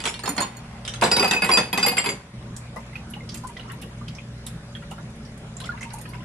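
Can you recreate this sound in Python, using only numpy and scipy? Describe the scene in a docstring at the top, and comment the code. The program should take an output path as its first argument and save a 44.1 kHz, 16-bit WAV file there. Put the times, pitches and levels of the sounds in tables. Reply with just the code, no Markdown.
"""Ice cubes shift in a scoop and clatter into a tumbler, then into a wine glass that rings.
Juice is then poured over the ice, which plops, bubbles and cracks; a refrigerator hums throughout.
Ice and glass are sums of decaying resonances with noise bursts, and bubbles are gliding sine tones;
hum is tones modulated by narrow noise, air is shaped noise. A close stereo microphone listens in a small cafe."""
import sys
import numpy as np
from scipy import signal
from scipy.fft import rfft, irfft, next_fast_len
from scipy.io import wavfile
from scipy.ndimage import uniform_filter1d

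SR = 44100
rng = np.random.default_rng(int(sys.argv[2]) if len(sys.argv) > 2 else 0)


def to_wav(s):
    """Save 16-bit WAV."""
    ch = np.atleast_2d(s).T  # columns
    pcm = np.round(np.clip(ch, -1, 1) * 32767)  # PCM
    wavfile.write(sys.argv[1], SR, pcm.astype(np.int16))


def undo_db(level):
    """Turn decibels back into plain size, where 20 dB means ten times bigger."""
    steps = np.asarray(level, float) / 20
    return 10 ** steps


N = 275184

# refrigerator tones: (frequency [Hz], relative level [dB], bandwidth [Hz], steady part against wavering part [ratio])
HUM_TONES = [(59.4, -50.5, 5.2, 5), (79.5, -54.5, 6, 0.217), (120.7, -45, 12, 2.4), (158.5, -51, 8.9, 0.51),
             (188.2, -59, 3.1, 0.25), (227.2, -52, 10, 0.29), (571, -62, 2.9, 0.92)]
# spectrum of the air noise: (frequency [Hz], relative density [dB per Hz])
AIR_SPECTRUM = [(15, -58.5), (25, -30), (48, 0), (86, -17), (108, -2.5), (214, -1.5), (270, -13.5),
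                (333, -13.5), (791, -19), (855, -21), (1730, -23.5), (2080, -24), (11300, -41),
                (12100, -90)]
# likeness of the air noise at the two ears: (frequency [Hz], correlation [-1 to 1])
AIR_LIKENESS = [(60, 0.043), (180, 0.37), (510, 0.72), (1490, 0.37), (4360, -0.6), (12700, 0.93)]
# spans in which the background sinks and returns: (start [s], end [s])
SAG_SPANS = [(-.4, .58), (1.05, 2.34)]
# deepest point of each of those spans: (level [dB])
SAG_DEPTHS = [-4.5, -8]
# reverberation of the room: (frequency [Hz], t60 [s])
ROOM_DECAY = [(200, 0.43), (1000, 0.16), (4000, 0.28), (12000, 0.28)]
# small bubbles of the stream: (time [s], level [dB])
STREAM_LEVEL = [(2.4, -53.5), (3.1, -63.5), (3.7, -47.5), (4.3, -72), (5.5, -59), (5.63, -43.5),
                (5.9, -49.5), (6.24, -49.5)]
# air pockets filling: (time [s], level [dB], pitch [Hz], splashiness [0 to 1])
PLOPS = [(2.76, -27, 1048, 0.94), (2.773, -32, 870, 0.57), (2.93, -34, 2080, 0.4), (2.955, -21, 2500, 0.27),
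         (3.136, -25, 2920, 0.44), (3.164, -32, 848, 0.44), (3.206, -33, 2110, 0.04),
         (3.293, -25, 4730, 0.37), (3.345, -30.5, 2550, 0.6), (3.437, -26, 977, 0.44),
         (3.448, -26, 1005, 0.24), (3.494, -32, 950, 0.27), (3.567, -30, 3180, 0.56),
         (3.567, -28, 1987, 0.16), (3.595, -28, 2880, 0.4), (3.698, -31, 1860, 0.68),
         (3.82, -29.5, 2790, 0.6), (4.011, -32.5, 1194, 0.3), (4.08, -27.5, 3150, 0.43),
         (4.184, -29, 2470, 0.45), (4.467, -26.5, 3740, 0.43), (4.751, -24, 3280, 0.18),
         (4.752, -33, 1786, 0.67), (4.822, -36.5, 1430, 0.9), (4.912, -29.5, 900, 0.76),
         (4.913, -30, 2900, 0.28), (4.98, -30.5, 1390, 0.47), (5.568, -23, 7250, 0.16),
         (5.601, -30.5, 3440, 0.84), (5.639, -27, 3400, 0.52), (5.659, -36, 1420, 0.46),
         (5.691, -16.5, 1420, 0.14), (5.72, -30, 1680, 0.14), (5.775, -34, 2040, 0.56),
         (5.809, -28.5, 2060, 0.42), (5.827, -26, 2055, 0.66), (5.812, -40, 906, 0.1),
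         (5.858, -30.5, 920, 0.1), (5.907, -34.5, 1500, 0.6), (5.939, -26.5, 878, 0.1),
         (5.951, -35, 930, 0), (5.982, -33, 846, 0.23), (6.054, -32.5, 2490, 0.4),
         (6.134, -32.5, 2170, 0.79), (6.141, -32.5, 980, 0.4), (6.178, -43, 1013, 0.03),
         (6.205, -39, 1026, 0.03)]
# warmed ice cracking: (time [s], level [dB], centre frequency [Hz])
ICE_CRACKS = [(2.5646, -20, 7500), (3.1005, -28, 11100), (3.2904, -22.5, 4950), (3.32, -27.5, 5250),
              (3.343, -19.5, 8500), (3.3724, -25, 8200), (3.471, -23.5, 9500), (3.718, -30, 9900),
              (3.815, -26.5, 10700), (4.082, -26, 4970), (4.15, -28, 5530), (4.464, -18, 9450),
              (4.91, -30, 8400), (5.25, -32, 5500), (5.376, -35.5, 10100), (5.601, -26, 9400),
              (5.6564, -26, 7260), (5.809, -25.5, 6800), (5.83, -25, 7000), (5.9034, -31, 4700),
              (5.9347, -22, 9900), (5.984, -28, 8900), (6.013, -25.5, 9500), (6.09, -29.5, 11300)]
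# spectrum of a short wet or brittle noise: (distance from the centre [octaves], relative level [dB])
SHORT_NOISE_SPECTRUM = [(-2.5, -28), (-1, -11), (-.12, -5), (0, 0), (.12, -6), (.6, -17), (1.5, -32)]
# spectrum of ice striking ice: (frequency [Hz], relative level [dB])
CRACK_SPECTRUM = [(590, -11.5), (1000, -9), (3220, -1.5), (3550, -3), (4300, -7.5), (6200, -14),
                  (10200, -16), (11400, -24.5), (13000, -84.5)]
# spectrum of cubes shaking glass and counter: (frequency [Hz], relative level [dB])
KNOCK_SPECTRUM = [(70, -32.5), (130, -3.5), (240, 2), (320, -9), (450, -1.5), (620, -7.5), (900, -1),
                  (1350, -9.5), (2500, -10), (4000, -40.5)]
# cubes shifting in the scoop: (time [s], crack level [dB], knock level [dB])
SCOOP_HITS = [(0.002, -18, -39), (0.0387, -14, -28.5), (0.054, -8, -24), (0.0611, -14, -31),
              (0.075, -12, -43), (0.14, -18, -50), (0.192, -20, -61), (0.85, -20, -57),
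              (0.8777, -12.5, -59), (0.9376, -17, -57.5)]
# short single tones among the clatter, some from the wine glass: (time [s], level [dB], frequency [Hz], t60 [s])
SHORT_RINGS = [(0.078, -31, 7100, 0.091), (0.09, -34, 10130, 0.099), (1.163, -10.5, 3860, 0.037),
               (1.196, -16, 5970, 0.021), (1.731, -14, 3330, 0.018), (1.865, -19, 2129, 0.16),
               (1.981, -7, 2143, 0.031), (2.06, -19.5, 2115, 0.043), (2.09, -18.5, 2150, 0.056),
               (0.278, -9.5, 990, 0.02), (1.164, -29, 10330, 0.082), (1.493, -4.5, 1080, 0.022),
               (1.577, -12.5, 1378, 0.07), (1.535, -16.5, 7495, 0.088), (1.535, -27, 10240, 0.12),
               (1.571, -29.5, 10250, 0.13), (1.78, -18, 7510, 0.034), (1.85, -13, 860, 0.051),
               (1.863, -16.5, 10250, 0.041), (1.983, -12, 7580, 0.05)]
# cubes landing in the tumbler:
# (time [s], crack level [dB], knock level [dB], low-mode ring level [dB], higher-mode ring level [dB])
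TUMBLER_HITS = [(0.2352, -39, -27.5, -42, -37), (0.257, -15.5, -30, -44, -39),
                (0.275, -21, -22, -42, -32.5), (0.289, -33, -52, -44, -29), (0.364, -29, -30, -57, -40),
                (0.379, -10, -18, -31.5, -41), (0.4038, -41, -21.5, -32.5, -27.5),
                (0.417, -16.5, -40, -39, -28.5), (0.566, -49, -42, -54, -44.5)]
# cubes landing in the wine glass; the last, near-silent row only stills the ring:
# (time [s], crack level [dB], knock level [dB], low-mode ring level [dB], higher-mode ring level [dB])
GOBLET_HITS = [(1.012, -13.5, -43, -41, -38), (1.0201, -20, -9.5, -20, -48), (1.0242, -7, -17.5, -32, -50),
               (1.0373, -5.5, -37, -38, -32), (1.0598, -19, -22, -56, -42), (1.1142, -5.5, -18.5, -24, -15),
               (1.1658, -8, -16.5, -43, -26.5), (1.1947, -13.5, -18.5, -20, -25),
               (1.225, -12, -15.5, -23, -29), (1.2437, -11.5, -18, -21, -23), (1.277, -15, -29, -30, -28.5),
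               (1.31, -2, -18, -23, -32.5), (1.3333, -13, -19, -17.5, -27), (1.364, -30, -31, -19.5, -35),
               (1.42, -15.5, -17, -16.5, -24), (1.4438, -12.5, -22.5, -25, -41), (1.49, -10, -13, -45, -67),
               (1.5146, -13.5, -20.5, -20.5, -14.5), (1.535, -14, -25.5, -15.5, -15),
               (1.572, -3, -13, -21, -18.5), (1.599, -34, -31.5, -25.5, -26),
               (1.7286, -10, -20.5, -21.5, -31), (1.7753, -9.5, -17, -25.5, -37),
               (1.828, -10, -23, -23.5, -17), (1.862, -8.5, -18.5, -38, -24),
               (1.8815, -11, -38, -24.5, -17.5), (1.9145, -21, -25.5, -26, -32),
               (1.9682, -15, -25, -29, -23), (1.979, -6.5, -24, -43, -28), (2.0409, -17, -22.5, -33, -34),
               (2.0593, -11.5, -22, -29, -35), (2.089, -11.5, -28, -43, -32), (2.14, -55, -55, -55, -58)]
# nominal modes of the tumbler: (frequency [Hz], relative level [dB], t60 [s])
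TUMBLER_MODES = [(4310, 6.5, 0.17), (4470, 4.5, 0.064), (6870, 1, 0.087), (7280, -2, 0.092),
                 (8800, 1.5, 0.052), (9550, -4, 0.14), (11870, -10, 0.06)]
# nominal modes of the wine glass: (frequency [Hz], relative level [dB], t60 [s])
GOBLET_MODES = [(2550, 1.5, 0.19), (4797, 4.5, 0.19), (7508, 2, 0.21), (10390, 3.5, 0.12), (11380, -3, 0.1)]
# border between low and higher modes of the tumbler: (frequency [Hz])
TUMBLER_SPLIT = [5500]
# borders between low, higher and top modes of the wine glass: (frequency [Hz])
GOBLET_SPLIT = [3500, 6000]


def evened(x):
    """Normalization: scales to an rms of 1."""
    return x / np.sqrt(np.mean(x ** 2) + 1e-20)


def read(points, hz):
    """Interpolation of a spectrum along a logarithmic frequency axis."""
    f, value = np.transpose(points)
    return np.interp(np.log(hz + 1), np.log(f + 1), value)


def curve(rows):
    """Amplitude envelope from (time [s], level [dB]) rows, -120 dB outside them."""
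    s, db = np.transpose(rows)
    return undo_db(np.interp(np.arange(N) / SR, s, db, -120, -120))


def add(mix, s, sound, pan_db):
    """Superposition with a level difference between the ears; positive pan_db favours the left."""
    part = mix[:, round(s * SR):][:, :sound.shape[-1]]
    part += undo_db([[pan_db / 2], [-pan_db / 2]]) * sound[..., :part.shape[1]]


def coloured(x, points):
    """Linear filtering: weights the spectrum, then scales to an rms of 1."""
    length = x.shape[-1]
    size = next_fast_len(length)
    gain = undo_db(read(points, np.fft.rfftfreq(size, 1 / SR)))
    return evened(irfft(rfft(x, size) * gain, size)[..., :length])


def around(hz):
    """Scaling of one spectrum to a centre frequency, for short wet or brittle noises."""
    return [(hz * 2 ** octaves, db) for octaves, db in SHORT_NOISE_SPECTRUM]


def burst(points, t60, rise, lumpy_db, grit_db):
    """Decaying noise with chance resonances and amplitude flicker, partly different at each ear."""
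    t = np.arange(4096) / SR
    lumps = undo_db(lumpy_db * evened(uniform_filter1d(rng.standard_normal(2049), size=24)))
    grit = undo_db(grit_db * evened(uniform_filter1d(rng.standard_normal(len(t)), size=30)))
    noise = rng.standard_normal((2, len(t))) * grit
    shared = noise + 0.22 * noise[::-1]
    noise = irfft(rfft(shared) * lumps)
    fade = undo_db(-60 * t / t60) * (1 - np.exp(-t / rise))
    return evened(coloured(noise, points) * fade) * np.sqrt(np.mean(fade ** 2))


def hum():
    """Modulation by narrow noise: low humming tones, each with its own wavering width and steady share."""
    t, out = np.arange(N) / SR, np.zeros(N)
    warm_up = SR // 4
    for hz, db, width, steady in HUM_TONES:
        r = np.exp(-np.pi * width / SR)
        noise = rng.standard_normal((2, N + warm_up))
        wobble = signal.lfilter([1], [1, -2 * r, r * r], noise)[:, warm_up:]
        phasor = steady + evened(wobble[0]) + 1j * evened(wobble[1])
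        out += undo_db(db) * evened((phasor * np.exp(2j * np.pi * hz * t)).real)
    return out


def air():
    """Partial coherence: broad air noise at two ears, with random patches in level."""
    frames, hz = N // 512 + 5, np.fft.rfftfreq(2048, 1 / SR)
    a, b, c, d, patches = rng.standard_normal((frames, 1025, 5)).T
    patches = uniform_filter1d(patches, size=20, axis=0)  # along frequency
    patches = evened(uniform_filter1d(patches, size=6, axis=1))  # along time
    same = np.clip(read(AIR_LIKENESS, hz), -1, 1)[:, None]
    left = a + 1j * b
    right = same * left + np.sqrt(1 - same ** 2) * (c + 1j * d)
    z = np.array([left, right]) * undo_db(read(AIR_SPECTRUM, hz)[:, None] + 2.16 * patches)
    return undo_db(-42.5) * evened(signal.istft(z, nperseg=2048, noverlap=1536)[1][:, :N])


def background():
    """Frequency-dependent gain: the background sinks slowly and returns fast, its bass by more decibels."""
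    comeback_s, split_hz, treble_share = 0.0099, 870, 0.47
    t, both = np.arange(N) / SR, hum() + air()
    sag_db = np.zeros(N)
    for (start, end), db in zip(SAG_SPANS, SAG_DEPTHS):
        sag_db += np.interp(t, [start, end - comeback_s, end], [0, db, 0])
    bass = signal.sosfiltfilt(signal.butter(2, split_hz, fs=SR, output="sos"), both)
    return undo_db(3) * (undo_db(sag_db) * bass + undo_db(treble_share * sag_db) * (both - bass))


def room(x):
    """Reverberation: sparse reflections of random sign, each band dying at its own speed."""
    taps = np.zeros((2, SR // 2))
    jitter = rng.integers(0, 20, (2, (SR // 2 - 61) // 20))
    at = np.arange(60, SR // 2 - 20, 20) + jitter  # different at each ear
    np.put_along_axis(taps, at, rng.choice([-1., 1.], at.shape), 1)
    hz, t, z = signal.stft(taps, SR, nperseg=128)
    decay = undo_db(-60 * t / read(ROOM_DECAY, hz)[:, None])
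    tail = signal.istft(z * decay, SR, nperseg=128)[1]
    return signal.fftconvolve(x.mean(0)[None], tail / np.linalg.norm(tail[0]), axes=1)[:, :N]


def bubble(hz, t60, climb):
    """Volume resonance: a trapped air pocket rings, decays and climbs in pitch."""
    t = np.arange(round(t60 * SR) + 50) / SR
    tone = np.sin(2 * np.pi * hz * (t + climb * t ** 2 / t60))
    return tone * undo_db(-60 * t / t60) * (1 - np.exp(-t * hz / 1.8))


def trickle():
    """Superposed bubble resonances of many sizes, born where the stream meets the ice."""
    out = np.zeros((2, N))
    for when, pitch, big, pan in rng.random((2200, 4)):
        hz = 900 * 7 ** pitch
        gain = undo_db(-3.5 * np.log(big + 0.12) - 12 * pitch)
        add(out, when * N / SR, gain * bubble(hz, 75 / hz, climb=0.16), pan_db=81 * (pan - .5))
    return curve(STREAM_LEVEL) * evened(out)


def crackles():
    """Thermal fracture: juice warms the ice, which cracks in thin, bright, gritty ticks."""
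    out = np.zeros((2, N))
    wet_s = PLOPS[0][0]
    faint = []  # at chance moments while juice lies on the ice
    for u, v, w in rng.random((24, 3)):
        faint.append((wet_s + u * (N / SR - wet_s), -47 + 6 * v, 5000 * 2.05 ** w))
    for s, db, hz in ICE_CRACKS + faint:
        tail = burst(around(hz), t60=0.09, rise=0.00039, lumpy_db=4.5, grit_db=-3.5)
        snap = burst(around(hz), t60=0.0068, rise=0.0001, lumpy_db=-4.0, grit_db=-7.0)
        add(out, s, undo_db(db) * 0.19 * tail, pan_db=-4.0)
        add(out, s, undo_db(db - 16.0) * snap, pan_db=-4.0)
    return out


def plops():
    """Volume resonance of pockets filling between the cubes, with neighbouring bubbles and a splash."""
    out = np.zeros((2, N))
    chances = rng.standard_normal((len(PLOPS), 8, 3))
    for (s, db, hz, splash), chance in zip(PLOPS, chances):
        t60 = 99 / hz  # the main bubble fades 60 dB in 99 cycles
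        splash = np.clip(splash, 0, 1)
        add(out, s, undo_db(db) * (1 - 0.85 * splash) * bubble(hz, t60, climb=0.0073), pan_db=-4.0)
        spray = burst(around(hz), t60=0.11, rise=0.00077, lumpy_db=-3.0, grit_db=-3.0)
        add(out, s, undo_db(db) * splash * 0.5 * spray, pan_db=-5.0)
        for late, off, pan in chance:  # a splash frees smaller and larger bubbles around the main one
            neighbour = bubble(hz * np.exp(0.457 * splash * off), t60 * 0.835, climb=0.173)
            add(out, s + abs(late) * 0.0084, undo_db(db) * splash * 0.31 * neighbour, pan_db=8.8 * pan + 5.0)
    return out


def chunk(points, t60, spread_s, count):
    """Modal superposition: a lump of ice has chance resonances, some started late; high ones die first."""
    pitch, late, life, size, turn, apart = rng.random((count, 6)).T[..., None]
    lowest, highest = points[1][0], points[-2][0]
    hz = lowest * (highest / lowest) ** pitch
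    t = np.maximum(np.arange(3000) / SR - spread_s * late ** 2, 0)  # small later contacts
    mode_t60 = t60 * (0.31 + life) * (hz / 1000) ** -.3
    tones = np.exp((2j * np.pi * hz - np.log(1000) / mode_t60) * t) * (1 - np.exp(-t * hz / 3))
    phase = np.exp(2j * np.pi * (turn + (apart - .5) * [0, .6]))  # differs between the ears
    weight = undo_db(read(points, hz) + 16 * size) * np.sqrt(hz) * phase
    return (weight.T @ tones).imag / np.linalg.norm(weight[:, 0])


def clack(out, s, crack_db, knock_db, pan_db):
    """Impact of ice on ice: a snap, a bright clink with a gritty tail and a slower, duller knock."""
    clink = chunk(CRACK_SPECTRUM, t60=0.049, spread_s=0.022, count=32)
    knock = chunk(KNOCK_SPECTRUM, t60=0.077, spread_s=0.02, count=12)
    grit = burst(CRACK_SPECTRUM, t60=0.14, rise=0.0016, lumpy_db=10.5, grit_db=2.5)
    snap = burst(CRACK_SPECTRUM, t60=0.016, rise=0.00053, lumpy_db=3.0, grit_db=-2.0)
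    thud = burst(KNOCK_SPECTRUM, t60=0.16, rise=0.0013, lumpy_db=0.5, grit_db=0.0)
    add(out, s, undo_db(crack_db - 8) * clink, pan_db)
    add(out, s, undo_db(knock_db + 6) * knock, pan_db)
    add(out, s, undo_db(crack_db - 16) * grit, pan_db)
    add(out, s, undo_db(crack_db - 7.5) * snap, pan_db)
    add(out, s, undo_db(knock_db - 4) * thud, pan_db)


def ring(t, hz, db, t60, rise):
    """Mode splitting: a glass mode is a close pair of tones, about a fifth of a turn apart at the ears."""
    pair = np.array([[[-1]], [[1]]]) * hz * 0.00088 + hz
    apart = rng.choice([-1, 1], (2, 1, 1)) * np.array([[0], [.19]])
    tones = np.sin(2 * np.pi * (pair * t + apart + rng.random((2, 1, 1)))) * [[[1]], [[.25]]]
    return undo_db(db - 60 * t / t60) * (1 - np.exp(-t / rise)) * tones.sum(0)


def scoop():
    """Impact: cubes clack in the scoop without a ring, plus short single tones, some from the wine glass."""
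    out, t = np.zeros((2, N)), np.arange(SR // 5) / SR
    for s, crack_db, knock_db in SCOOP_HITS:
        clack(out, s, crack_db, knock_db, pan_db=-3.0)
    for s, db, hz, t60 in SHORT_RINGS:
        add(out, s, ring(t, hz, db, t60, rise=0.00084), pan_db=-0.5)
    return out


def unrest():
    """Energy summation: each knock sets the heap of ice moving until it settles, over faint rummaging."""
    tumble_db, rise_s, settle_t60_s = -11.5, 0.018, 0.34
    rummage_db, rummage_end_s = -49.5, 2.35
    t, power = np.arange(0, N + 64, 64) / SR, 0
    for s, crack_db, knock_db, *_ in TUMBLER_HITS + GOBLET_HITS + SCOOP_HITS:
        since = np.maximum(t - s, 0)
        knock_power = undo_db(2 * (knock_db + tumble_db - 60 * since / settle_t60_s))
        power = power + knock_power * (1 - np.exp(-since / rise_s))
    rummage = undo_db(2 * rummage_db) * np.clip((rummage_end_s - t) / 0.19, 0, 1)
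    return np.interp(np.arange(N) / SR, t, np.sqrt(power + rummage))


def tumbling():
    """Random impulse train: many small uneven contacts of ice on ice, each a tick and a little knock."""
    strength = undo_db(1.53 * np.minimum(rng.exponential(1, (2, N)), 5))
    ticks = strength * (rng.random((2, N)) < 500 / SR)  # about 500 a second on each side
    ticks = ticks * rng.choice([-1, 1], N)
    grain = np.exp(-np.arange(300) / 60) * rng.standard_normal((6, 300))
    which = rng.integers(0, 6, N)
    rattle = np.zeros((2, N))
    for k, g in enumerate(grain):
        rattle += signal.oaconvolve(ticks * (which == k), g[None])[:, :N]
    rattle = rattle + 0.33 * rattle[::-1]
    return unrest() * (coloured(rattle, KNOCK_SPECTRUM) + undo_db(-12.5) * coloured(rattle, CRACK_SPECTRUM))


def cubes(hits, modes, split_hz, damping_db, brush_db, brush_size, pan_db):
    """Modal excitation and damping: each cube clacks and rings the glass; the next partly stills it."""
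    out, rings, t = np.zeros((2, N)), np.zeros((2, N)), np.arange(SR // 5) / SR
    starts = np.transpose(hits)[0]
    for s, crack_db, knock_db, low_db, high_db in hits:
        # top modes, where the glass has them, follow the higher ring and the sharpness of the crack
        ring_db = low_db, high_db, -22.5 + 0.17 * high_db + 0.66 * crack_db
        later = np.searchsorted(starts, s + t) - np.searchsorted(starts, s + 1 / SR)
        # loose ice brushes the wall, each mode differently
        touch = evened(uniform_filter1d(rng.standard_normal((len(modes), len(t))), size=brush_size))
        spot = rng.standard_normal(len(modes))  # every cube strikes another spot
        glass = np.zeros((2, len(t)))
        for (hz, db, t60), brush, k in zip(modes, touch, spot):
            mode_db = db + 1.98 * k * hz / 4000 + ring_db[np.searchsorted(split_hz, hz)]
            glass += undo_db(brush_db * brush) * ring(t, hz * (1 + 0.002 * k), mode_db, t60, rise=0.0012)
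        stilled = undo_db(-damping_db * uniform_filter1d(later * 1., size=100))
        add(rings, s, glass * stilled, pan_db)
        clack(out, s, crack_db, knock_db, pan_db)
    return np.array([out, rings])


def scene():
    """Superposition of direct sound and reflections: ice and pouring close by, over the background."""
    tumbler = cubes(TUMBLER_HITS, TUMBLER_MODES, TUMBLER_SPLIT,
                    damping_db=39, brush_db=4, brush_size=90, pan_db=-4.0)
    goblet = cubes(GOBLET_HITS, GOBLET_MODES, GOBLET_SPLIT,
                   damping_db=10, brush_db=2.1, brush_size=300, pan_db=-1.0)
    ice, rings = tumbler + goblet
    ice = ice + scoop() + tumbling()
    # small things radiate no deep bass
    ice = signal.sosfilt(signal.butter(3, 120, "high", fs=SR, output="sos"), ice)
    juice = plops() + crackles() + trickle()
    # the room returns little of the glass ring
    echo = room(undo_db(-4.0) * ice + undo_db(-11) * rings + undo_db(-6.0) * juice)
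    return ice + rings + juice + echo + background()


def roll_off(x):
    """The treble ends steeply here."""
    return signal.sosfilt(signal.butter(12, 13340, fs=SR, output="sos"), x)


def record(dry):
    """Spatial coherence and saturation: close capsules hear the bass alike; peaks and treble are limited."""
    mid, side = (dry[0] + dry[1]) / 2, (dry[0] - dry[1]) / 2
    side_treble = signal.sosfiltfilt(signal.butter(3, 500, "high", fs=SR, output="sos"), side)
    side = side_treble + undo_db(-36.5) * side
    # wider treble
    side = side + 0.324 * signal.sosfiltfilt(signal.butter(2, 6500, "high", fs=SR, output="sos"), side)
    pair = np.array([mid + side, mid - side])
    pair = .8 * np.tanh(pair / .8)  # the input stage rounds off the hardest cracks
    pair = signal.sosfilt(signal.ellip(8, .5, 45, 12200, fs=SR, output="sos"), pair)  # steep low-pass
    return roll_off(pair)


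dry = scene()
out = record(dry)
to_wav(out)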